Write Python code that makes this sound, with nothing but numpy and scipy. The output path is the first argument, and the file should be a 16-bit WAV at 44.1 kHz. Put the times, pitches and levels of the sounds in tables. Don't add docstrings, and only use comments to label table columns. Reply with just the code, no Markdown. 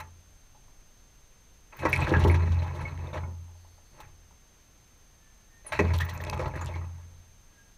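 import sys
import numpy as np
from scipy import signal
from scipy.fft import rfft, irfft
from scipy.io import wavfile
from scipy.ndimage import uniform_filter1d

SR = 44100
rng = np.random.default_rng(int(sys.argv[2]) if len(sys.argv) > 2 else 0)


def wav_record(signal):
    frames = np.transpose(np.atleast_2d(signal))
    bounded = np.clip(frames, -1, 1)
    quanta = np.round(bounded * 32767).astype(np.int16)
    wavfile.write(sys.argv[1], SR, quanta)


def undo_db(level):
    steps = np.asarray(level, float) / 20
    return 10 ** steps


N = 342657

# [t/s, peak level/dB, centre f/Hz, t60/s]
KNOCKS = [(1.725, -51, 1490, 0.19), (1.79, -40.5, 587, 0.17), (1.832, -26.5, 620, 0.11),
          (1.853, -14, 870, 0.11), (1.99, -24, 925, 0.047), (2.115, -28, 397, 0.11),
          (2.248, -17.5, 352, 0.17), (2.336, -42, 303, 0.045), (2.397, -44, 930, 0.034),
          (2.788, -38, 970, 0.4), (3.071, -40, 584, 0.14), (3.142, -30.5, 610, 0.11),
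          (3.159, -33, 520, 0.061), (3.236, -38, 1500, 0.046), (4.002, -38, 1030, 0.049),
          (5.647, -45, 700, 0.16), (5.722, -26.5, 630, 0.073), (5.791, -14, 398, 0.08),
          (6.002, -24, 1210, 0.04), (5.936, -30, 875, .06), (6.148, -33.5, 890, .05),
          (6.205, -34.5, 480, 0.05), (6.296, -35, 885, .04), (6.268, -29, 595, 0.032),
          (6.328, -22, 885, 0.044), (6.394, -23.5, 480, 0.07), (6.4, -27, 950, 0.07),
          (6.458, -25.5, 810, 0.07), (6.537, -30.5, 644, 0.057), (6.69, -35, 590, 0.057),
          (6.76, -34.5, 930, 0.057), (6.814, -42, 1120, 0.08), (6.843, -40.5, 880, .08),
          (2.071, -26.5, 985, .05), (2.62, -40, 945, .07), (2.662, -34.5, 940, .08), (3.038, -45, 950, .07),
          (3.233, -37, 950, .06), (6.56, -32.5, 280, 0.068), (6.755, -40, 326, .08), (1.8, -54, 267, .1),
          (2.3, -23.5, 256, 0.08)]
# [t/s, peak level/dB, centre f/Hz, t60/s]
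THUMPS = [(1.835, -27, 270, .08), (1.856, -20.5, 267, 0.075), (2.119, -21, 190, .06),
          (2.163, -20.5, 210, .05), (2.25, -19.5, 200, .08), (3.275, -39, 230, .12), (6.46, -33, 330, .08),
          (4.004, -47, 1050, 0.23), (0, -33, 1310, 0.069), (1.853, -10, 450, 0.018),
          (2.117, -15, 303, 0.041), (2.249, -17, 930, 0.097), (3.995, -41.5, 574, 0.077),
          (5.792, -10.5, 520, 0.024), (5.8, -17, 145, 0.21), (5.799, -25.5, 606, 0.34)]
# [t/s, peak level/dB, centre f/Hz, t60/s]
SLAPS = [(1.8214, -34, 1300, .05), (2.342, -24, 2200, 0.056), (1.8525, -15.5, 1690, 0.17),
         (3.174, -28.5, 1360, 0.12), (5.664, -39.5, 1670, 0.068), (5.7214, -19, 1810, 0.12),
         (5.7916, -12.5, 2170, 0.075), (6.2373, -30, 2340, 0.031), (6.3963, -25, 1540, 0.14),
         (6.459, -29, 1560, 0.068), (6.611, -29.5, 1340, 0.16)]
# [t/s, peak level/dB, centre f/Hz, t60/s]
PINGS = [(1.8214, -31.5, 1640, 0.48), (1.929, -10.5, 2330, 0.072), (1.9613, -21.5, 2350, 0.033),
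         (2.016, -26, 2470, 0.18), (2.0706, -22, 1630, 0.046), (2.1386, -12, 1640, 0.1),
         (2.298, -21, 2120, 0.1), (2.6217, -46, 2300, 0.035), (4.0314, -51, 1760, 0.08),
         (5.935, -40, 2410, 0.093), (6.0028, -22.5, 1830, 0.15), (6.09, -35, 1920, 0.08),
         (5.905, -31, 2150, 0.036), (6.2021, -32, 1790, 0.06), (6.2955, -30.5, 2620, 0.018),
         (6.3316, -35, 2190, 0.064), (6.537, -37.5, 1700, 0.078), (6.5542, -33, 1890, 0.098),
         (6.7392, -38, 2190, 0.16)]
# [t/s, peak level/dB, centre f/Hz]
CLAWS = [
    (0.548, -50.5, 780),
    (0.68, -55.5, 950),
    (3.479, -52, 846),
    (3.552, -53, 800),
    (3.647, -50, 725),
    (3.778, -51, 790),
    (4.309, -52.5, 873),
]
CLAW_T60_S = 0.1
KNOCK_WIDTH, THUMP_WIDTH, SLAP_WIDTH, PING_WIDTH = 0.48, 0.9, 0.64, 0.15
BLOW_RISE_S = 0.001

# [f/Hz, level/dB per Hz]
TROUGH_COLOUR = [(100, -38), (170, -0.5), (231, -8), (513, -4), (724, -9), (860, 0.5), (1010, -4),
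                 (1480, -12.5), (2500, -15), (3200, -36), (4160, -73), (7040, -120)]
# [f/Hz, width/Hz, level/dB]
TROUGH_MODES = [(328.5, 36, 4.9), (354, 4, 10.1), (413.8, 4.8, 7.2), (530, 37, 0.83), (611.7, 28, 10.6),
                (855, 11, 4), (947, 13, 4), (1112, 19, 1.5), (1311, 43, 3.6), (1640, 16, 2.6),
                (1690, 67, 4.5), (1943, 19, 0.93), (2190, 63, 2.3), (2556, 33, 9.9)]
# [f/Hz, t60/s]
HAZE_T60 = [(200, 0.25), (900, 0.3), (3000, 0.024)]

# [t/s, churn level/dB, fling/dB: how much water leaves the surface]
BOUTS = [
    [(0.0, -57.5, 5.5), (0.2, -91, -16)],
    [(1.72, -61, -2), (1.824, -47, -6), (1.964, -37.5, -9.5), (2.012, -35, -7.5), (2.198, -32.5, -14.5),
     (2.374, -42.5, -7), (2.674, -46.5, -7.5), (2.814, -43.5, -9), (3.12, -52.5, -9.5)],
    [(3.13, -41.5, -8.5), (3.304, -56, -18), (3.6, -84, -28)],
    [(3.92, -61.5, -15), (3.99, -57.5, -4), (4.01, -66.5, 9.5), (4.15, -72, -11.5)],
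    [(5.64, -67, 1.5), (5.715, -50.5, -9.5)],
    [(5.72, -47, 8), (5.9, -44.5, -4), (6.21, -50, -7.5), (6.474, -39.5, -11.5), (6.525, -46.5, -17),
     (6.56, -46.5, -6.5), (6.706, -48, -8.5), (6.866, -58, -10.5), (7.3, -78, -2)],
]
SPLIT_HZ = 1400
SPRAY_DB, SPRAY_PER_FLING = -8.5, 0.85
PATCHY_DB = 2.5
# [f/Hz, level/dB per Hz]
SPRAY_COLOUR = [(1590, -22.5), (2700, -4), (2950, -7), (4040, -8), (5110, -19), (5620, -11), (9060, -24.5),
                (10400, -18.5), (11500, -29.5), (14700, -17.5), (15600, -25)]

# [t/s, boom level/dB]
SHOVES = [(0, -47), (1.81, -37), (1.88, -33.5), (1.98, -28), (2.055, -41), (2.125, -22.5), (2.21, -21),
          (2.28, -17), (2.38, -21.5), (2.5, -21), (2.57, -24.5), (2.64, -32), (2.8, -35), (2.94, -36.5),
          (2.99, -34), (3.08, -41), (3.18, -32), (3.28, -35.5), (4.03, -53), (4.16, -59), (5.72, -47.5),
          (5.81, -23.5), (5.9, -22.5), (6.06, -35.5), (6.21, -35.5), (6.34, -34), (6.44, -36), (6.6, -32),
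          (6.75, -31.5), (6.86, -37)]
SHOVE_S, RING_DB_PER_S = 0.041, 49.5
BOOM_HZ, SAG_HZ = 85.8, 0.7
# [f/Hz, width/Hz, level/dB]
PANEL_MODES = [(123.8, 14, 2), (133, 16, 6), (194, 10, -6.5), (265.4, 9.8, -7)]
PANEL_DB, PANEL_FROM_CHURN = 4.5, 0.67

# [t/s, peak level/dB, centre f/Hz, length/s]
SHEETS = [(1.789, -49.5, 4080, 0.02), (1.85, -40.5, 5600, 0.028), (1.8831, -47.5, 3970, 0.075),
          (1.93, -38.5, 5370, 0.033), (2.009, -43, 3280, 0.038), (2.09, -40, 4260, 0.02),
          (2.163, -39.5, 3330, 0.025), (2.199, -40, 3900, 0.053), (2.237, -34, 3050, 0.014),
          (2.271, -41, 4160, 0.037), (2.344, -40, 3920, 0.031), (2.517, -47.5, 3980, 0.024),
          (2.458, -54, 5700, 0.065), (2.624, -49.5, 3300, 0.032), (2.67, -55, 3900, .02),
          (2.745, -54, 4100, 0.032), (2.8, -62, 4130, 0.055), (3.136, -52.5, 5800, 0.037),
          (3.169, -48.5, 3140, 0.028), (5.7205, -38.5, 3880, 0.025), (5.789, -36.5, 6300, 0.025),
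          (5.9345, -38.5, 4440, 0.038), (6, -35, 3350, 0.038), (6.086, -43.5, 4080, 0.034),
          (6.2033, -46.5, 3530, 0.019), (6.265, -46, 3490, 0.021), (6.3285, -41, 3500, 0.017),
          (6.391, -45.5, 5300, 0.044), (6.4565, -44.5, 3380, 0.016), (6.665, -45.5, 3500, 0.035),
          (6.75, -51, 4090, 0.032)]
# [t/s, peak level/dB, centre f/Hz, length/s]
MIST = [(0, -44, 12000, 0.015), (1.7894, -50.5, 10200, 0.037), (1.853, -48, 9500, 0.009),
        (1.927, -34, 10500, 0.014), (2.0394, -50, 8460, 0.019), (2.076, -54, 12800, 0.017),
        (2.1928, -42, 9800, 0.016), (2.2373, -47, 10300, 0.03), (2.277, -42, 13800, 0.02),
        (2.3407, -45, 10200, 0.014), (2.632, -64, 10000, .015), (2.748, -58, 10200, .025),
        (2.76, -56, 8300, .025), (2.822, -56, 8000, 0.02), (4.001, -46.5, 12500, 0.021),
        (5.664, -58, 14000, 0.041), (5.7213, -46, 10000, 0.016), (5.789, -62, 13900, 0.014),
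        (5.9344, -48, 10000, 0.021), (6.0032, -39.5, 13900, 0.022), (6.093, -42, 14100, 0.015),
        (6.341, -51, 11500, .014), (6.39, -55, 10300, .014), (6.408, -56, 10100, .016),
        (6.478, -55, 13000, .016), (6.5565, -51.5, 10700, 0.02), (6.609, -53, 13500, .016)]
# [t/s,
# peak level/dB, centre f/Hz, length/s]
PUFFS = [(1.765, -50, 15000, 0.02), (1.897, -51, 10600, .014), (1.994, -56, 10200, 0.0081),
         (2.02, -54, 14300, .016), (1.889, -43, 14200, .018), (1.955, -48, 9800, 0.025),
         (2.0026, -46, 8070, 0.012), (2.3095, -44.5, 10300, 0.015), (2.42, -53, 4130, .025),
         (2.587, -50, 4150, .022), (2.809, -55, 10900, .012), (5.676, -50, 8700, 0.025),
         (5.977, -44, 13600, .016), (6.047, -43.5, 14900, 0.012), (6.134, -48, 14100, 0.03),
         (6.2105, -51, 13800, 0.016), (6.6095, -44, 6900, 0.028)]
SHEET_TUNED, PUFF_TUNED = 0.2, 0.67
# [t/s, peak level/dB, centre f/Hz, width as a share of the centre]
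TICKS = [(1.8845, -46, 4500, .7), (1.8905, -49, 5500, .9), (1.9232, -38, 6500, 0.76),
         (1.9565, -38, 10500, 0.86), (1.962, -28, 4210, 0.94), (1.97, -38, 4500, .4),
         (1.976, -36, 7500, 1.1), (2.0045, -38, 7000, .9), (2.0945, -40, 6500, 1.3),
         (2.106, -33, 4400, 0.4), (2.124, -43, 9000, 1.3), (2.148, -39, 4200, .3), (2.521, -46, 7200, .35),
         (2.545, -45, 5500, 1), (2.622, -36, 2800, 0.3), (2.784, -55, 7700, .2), (2.8225, -49, 5500, .9),
         (2.976, -39, 2400, 0.32), (5.9648, -35, 6500, 1.1), (5.9872, -27.5, 4300, 0.76),
         (5.961, -44, 10500, .6), (6.177, -36, 7700, .4), (6.2391, -37, 6000, 1.2),
         (6.249, -36, 5470, 0.79), (6.2984, -24, 5400, 1.05), (6.311, -45, 10500, .6),
         (6.3765, -41, 4800, 1), (6.4365, -46, 4500, .7), (6.442, -51, 6800, .3), (6.647, -42, 7500, 1.3),
         (6.6603, -34, 6440, 0.85), (6.668, -46, 7000, .5), (6.681, -52, 8500, .6), (6.739, -49, 9000, 1.2)]
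# [t/s, peak level/dB, f/Hz, t60/s]
PLINKS = [
    (0, -43, 869, 0.25),
    (0, -49, 1329, 0.16),
    (2.85, -27, 2190, 0.095),
    (3.071, -43, 3650, .02),
    (3.131, -40, 3640, .025),
    (3.235, -44, 2190, 0.071),
]
SQUEAK_S, SQUEAK_DB, SQUEAK_HZ = 5.668, -41.5, 10300
SLIDE_HZ_PER_S, SQUEAK_RISE_S, SQUEAK_DB_PER_S = 40000, 0.0015, 750

# [f/Hz, level/dB per Hz]
AIR_COLOUR = [(8.8, -21), (15, 7.5), (47, 1), (317, -18.5), (5480, -28), (6340, -27), (6910, -31),
              (8720, -33.5), (12000, -35.5), (13100, -35.5), (15600, -40)]
AIR_DB = -57
# [t/s, length/s, f/Hz, glide/Hz, level/dB]
WHISTLES = [
    (5.191, 0.165, 1760, 15, -71),
    (5.345, .05, 1775, 20, -76),
    (5.392, .11, 1748, 15, -76),
    (5.497, 0.13, 1830, 8, -65),
    (5.657, 0.067, 4100, 0, -68),
    (7.479, 0.26, 1636, -23, -70),
    (7.574, 0.074, 1630, -8, -62),
]
# [start t/s, end t/s, level/dB]
TRILLS = [
    (3.566, 3.784, -74),
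    (3.84, 3.987, -74),
]
# [f/Hz, width/Hz, level/dB]
TRILL_BANDS = [(4400, 210, 5), (11000, 450, -5.5)]

PICTURES_PER_S = 30 / 1.001
WHINE_HZ, WHINE_DB, OVERTONE_DB = 6306.5, -63.5, -79.5
BLIP_HZ, BLIP_DB = 8570, -68.5
EDGE_HZ = 15550


def read(points, hz):
    f, value = np.transpose(points)
    return np.interp(np.log(hz + 1), np.log(f + 1), value)


def evened(x):
    return x / np.sqrt(np.mean(x ** 2) + 1e-20)


def smoothed(x, span):
    return uniform_filter1d(uniform_filter1d(x, span), span)


def curve(tables, column):
    rows = np.concatenate(tables)
    return np.interp(np.arange(N) / SR, rows[:, 0], rows[:, column])


def level(tables, column):
    t = np.arange(N) / SR
    on = sum((t >= rows[0][0]) & (t <= rows[-1][0]) for rows in tables)
    return undo_db(curve(tables, column)) * uniform_filter1d(on * 1., 600, mode="nearest")


def coloured(x, points):
    hz = np.fft.rfftfreq(x.shape[-1], 1 / SR)
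    return irfft(rfft(x) * undo_db(read(points, hz)), x.shape[-1])


def resonate(x, hz, width):
    hz = min(hz, SR * 0.45)
    return signal.lfilter(*signal.iirpeak(hz, hz / width, SR), x)


def add(mix, s, sound):
    part = mix[round(s * SR):][:len(sound)]
    part += sound[:len(part)]


def blows(table, trough):
    mix, t = np.zeros(N), np.arange(6000) / SR
    noises = rng.standard_normal((len(table), 6000))
    for (s, db, hz, t60, share), noise in zip(table, noises):
        knock = 13 * (t == 0)
        burst = (noise + knock) * undo_db(-60 * t / max(t60, 0.002))
        width = np.clip(share, 0.06, 1.2) * hz
        tuned = evened(resonate(resonate(burst, hz, width), hz, 1.5 * width))
        ring = signal.fftconvolve(tuned + 0.04 * evened(burst), trough)
        rise = np.minimum(np.arange(len(ring)) / (BLOW_RISE_S * SR), 1)
        ring *= np.sin(np.pi / 2 * rise) ** 2
        add(mix, s, undo_db(db - 1.5) * ring / abs(ring).max())
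    return mix


def trough_response():
    hz, t, z = signal.stft(rng.standard_normal(12000), SR, nperseg=256)
    decay = undo_db(-60 * t / read(HAZE_T60, hz)[:, None])
    haze = signal.istft(z * decay, SR, nperseg=256)[1][:12000]
    haze /= np.linalg.norm(haze)
    tick = signal.unit_impulse(12000)
    modes = sum(undo_db(db) * resonate(tick, f, width) for f, width, db in TROUGH_MODES)
    gain = undo_db(2 * read(TROUGH_COLOUR, np.linspace(0, SR / 2, 1025)))
    taps = signal.minimum_phase(signal.firwin2(2047, np.arange(1025) / 1024, gain))
    return signal.fftconvolve(0.95 * tick + 0.29 * haze + 0.87 * modes, taps)


def slosh(trough):
    clumps = undo_db(5.5 * np.tanh(0.74 * evened(smoothed(rng.standard_normal(N), 500))))
    churn, fling_db = level(BOUTS, column=1), curve(BOUTS, column=2)
    impacts = np.sqrt(clumps) * surges(6.8, 0.037) * patter(2000, 1.5)
    drum = signal.oaconvolve(impacts, trough)[:N]
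    low = signal.sosfiltfilt(signal.butter(3, SPLIT_HZ, fs=SR, output="sos"), drum)
    drum = evened(low) + undo_db(fling_db + 3.0) * evened(drum - low)
    spray = coloured(np.sqrt(clumps) * surges(4, 0.025) * patter(2500, 1.6), SPRAY_COLOUR)
    spray = evened(resonate(spray, 4000, 4100) + 1.1 * resonate(spray, 4200, 298))
    spray_gain = undo_db(SPRAY_DB + SPRAY_PER_FLING * fling_db)
    return undo_db(-2.13) * churn * patchy(drum + spray_gain * spray)


def patter(per_s, spread_db):
    size = undo_db(spread_db * np.minimum(rng.exponential(1, N), 4))
    size = size * (rng.random(N) < per_s / SR)
    return evened(size * rng.standard_normal(N)) + 0.72 * rng.standard_normal(N)


def surges(settle_db, settle_s):
    starts = np.sort([0] + [row[0] for row in KNOCKS + SLAPS + PINGS])
    t = np.arange(N) / SR
    since = t - starts[np.searchsorted(starts, t, "right") - 1]
    return undo_db(-settle_db * (1 - np.exp(-since / settle_s)))


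def patchy(x):
    z = signal.stft(x, nperseg=256, noverlap=192)[2]
    field = rng.standard_normal(z.shape)
    for _ in range(2):
        field = uniform_filter1d(uniform_filter1d(field, size=3, axis=0), size=12, axis=1)
    return signal.istft(z * undo_db(PATCHY_DB * evened(field)), nperseg=256, noverlap=192)[1][:N]


def boom():
    size = undo_db(swing_db())
    pitch = BOOM_HZ - SAG_HZ * size / size.max()
    hum = np.sqrt(2) * size * np.sin(2 * np.pi * np.cumsum(pitch) / SR)
    push = patter(170, 3.6)
    panel = sum(undo_db(db) * resonate(resonate(push, f, width), f, 3 * width) for f, width, db in PANEL_MODES)
    steady = panel / np.sqrt(uniform_filter1d(panel ** 2, 6000) + 1e-12)
    heave = evened(resonate(resonate(push, 63, 21.08), 64, 30.8))
    churn = abs(level(BOUTS, column=1))
    rough_size = undo_db(PANEL_DB) * size ** (1 - PANEL_FROM_CHURN) * churn ** PANEL_FROM_CHURN
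    return hum + rough_size * surges(3.7, 0.018) * (steady + undo_db(-3.5) * heave)


def swing_db():
    s, db = np.transpose(SHOVES)
    t = np.arange(N) / SR
    last = np.searchsorted(s, t, "right") - 1
    size = undo_db(db[last] - RING_DB_PER_S * (t - s[last]))
    return 20 * np.log10(abs(smoothed(size, round(SHOVE_S * SR))) + 1e-9)


def flung_water(table, relative_width, tuned, rise_s=0.0025):
    mix, t = np.zeros(N), np.arange(4096) / SR
    noises = coloured(rng.standard_normal((len(table), 4096)), SPRAY_COLOUR)
    for (s, db, hz, length), noise in zip(table, noises):
        wide = evened(resonate(noise, hz, 0.977 * hz))
        width = relative_width * hz
        narrow = evened(resonate(resonate(noise, hz, width), hz, width))
        shape = np.exp(-1.5 * (t / max(length, 0.002)) ** 2) * np.minimum(t / rise_s, 1)
        burst = ((1 - tuned) * wide + tuned * narrow) * shape
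        add(mix, s, undo_db(db + 4.5) * burst / abs(burst).max())
    return mix


def drop_ticks():
    mix, t = np.zeros(N), np.arange(4096) / SR
    noises = rng.standard_normal((len(TICKS), 4096))
    for (s, db, hz, share), noise in zip(TICKS, noises):
        width = np.clip(share, 0.1, 1.6) * hz
        tick = resonate(noise * np.exp(-t / 0.0012), 0.88 * hz, width)
        tick = resonate(tick, 0.78 * hz, 1.3 * width)
        add(mix, s, undo_db(db) * tick / abs(tick).max())
    return mix


def clear_plinks():
    mix, t = np.zeros(N), np.arange(4096) / SR
    for s, db, hz, t60 in PLINKS:
        rise = np.sin(np.pi / 2 * np.minimum(12 * t / t60, 1)) ** 2
        tone = np.sin(2 * np.pi * hz * t * (1 + 0.096 * t))
        add(mix, s, undo_db(db - 60 * t / t60) * rise * tone)
    return mix


def squeak():
    since = np.arange(N) / SR - SQUEAK_S
    after = np.maximum(since, 0)
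    flutter = evened(smoothed(rng.standard_normal(N), 26))
    pitch = np.maximum(SQUEAK_HZ - SLIDE_HZ_PER_S * after, 0.88 * SQUEAK_HZ)
    size = undo_db(SQUEAK_DB - SQUEAK_DB_PER_S * after) * np.exp(np.minimum(since, 0) / SQUEAK_RISE_S)
    return size * (2.4 + flutter) * np.sin(2 * np.pi * np.cumsum(pitch) / SR)


def whistles():
    mix = np.zeros(N)
    for s, length, hz, glide_hz, db in WHISTLES:
        u = np.arange(0, length, 1 / SR) / length
        swell = np.sin(np.pi * u) ** 0.57
        tremolo = 1 + 0.17 * np.sin(2 * np.pi * 28 * length * u)
        tone = np.sin(2 * np.pi * np.cumsum(hz + glide_hz * (u - 0.5)) / SR)
        add(mix, s, np.sqrt(2) * undo_db(db) * swell * tremolo * tone)
    return mix


def insect_trills():
    t = np.arange(N) / SR
    buzz = evened(sum(undo_db(db) * resonate(rng.standard_normal(N), f, width) for f, width, db in TRILL_BANDS))
    return buzz * sum(undo_db(db) * (t > start) * (t < end) for start, end, db in TRILLS)


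def wood_air():
    return undo_db(AIR_DB) * evened(coloured(rng.standard_normal(N), AIR_COLOUR))


def camera_whine():
    t = np.arange(N) / SR
    since = t % (1 / PICTURES_PER_S)
    turn = 2 * np.pi * WHINE_HZ * since
    tone = undo_db(WHINE_DB) * np.sin(turn) + undo_db(OVERTONE_DB) * np.sin(2 * turn)
    tone = tone * np.minimum(since / 0.00317, 1)
    blip = np.sin(2 * np.pi * BLIP_HZ * t) * np.exp(-((since - 0.007) / 0.0032) ** 2)
    return tone + undo_db(BLIP_DB) * blip


def scene():
    trough = trough_response()
    kinds = [(KNOCKS, KNOCK_WIDTH), (THUMPS, THUMP_WIDTH), (SLAPS, SLAP_WIDTH), (PINGS, PING_WIDTH)]
    hits = [(*row, width) for table, width in kinds for row in table]
    hits += [(*row, CLAW_T60_S, KNOCK_WIDTH) for row in CLAWS]
    metal = blows(hits, trough) + slosh(trough) + boom()
    water = flung_water(SHEETS, 0.12, SHEET_TUNED) + flung_water(MIST, 0.042, SHEET_TUNED)
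    water = water + flung_water(PUFFS, 0.091, PUFF_TUNED, rise_s=0.0046)
    water = water + drop_ticks() + clear_plinks() + squeak()
    wood = whistles() + insect_trills() + wood_air()
    return (metal + water + wood)[None]


def top_cut(x):
    return signal.sosfilt(signal.butter(12, 16440, fs=SR, output="sos"), x)


def record(dry):
    edge = signal.firwin(255, EDGE_HZ, window=("kaiser", 8), fs=SR)[None]
    mix = signal.oaconvolve(dry + camera_whine(), edge, "same")
    return top_cut(mix)


dry = scene()
out = record(dry)
wav_record(out)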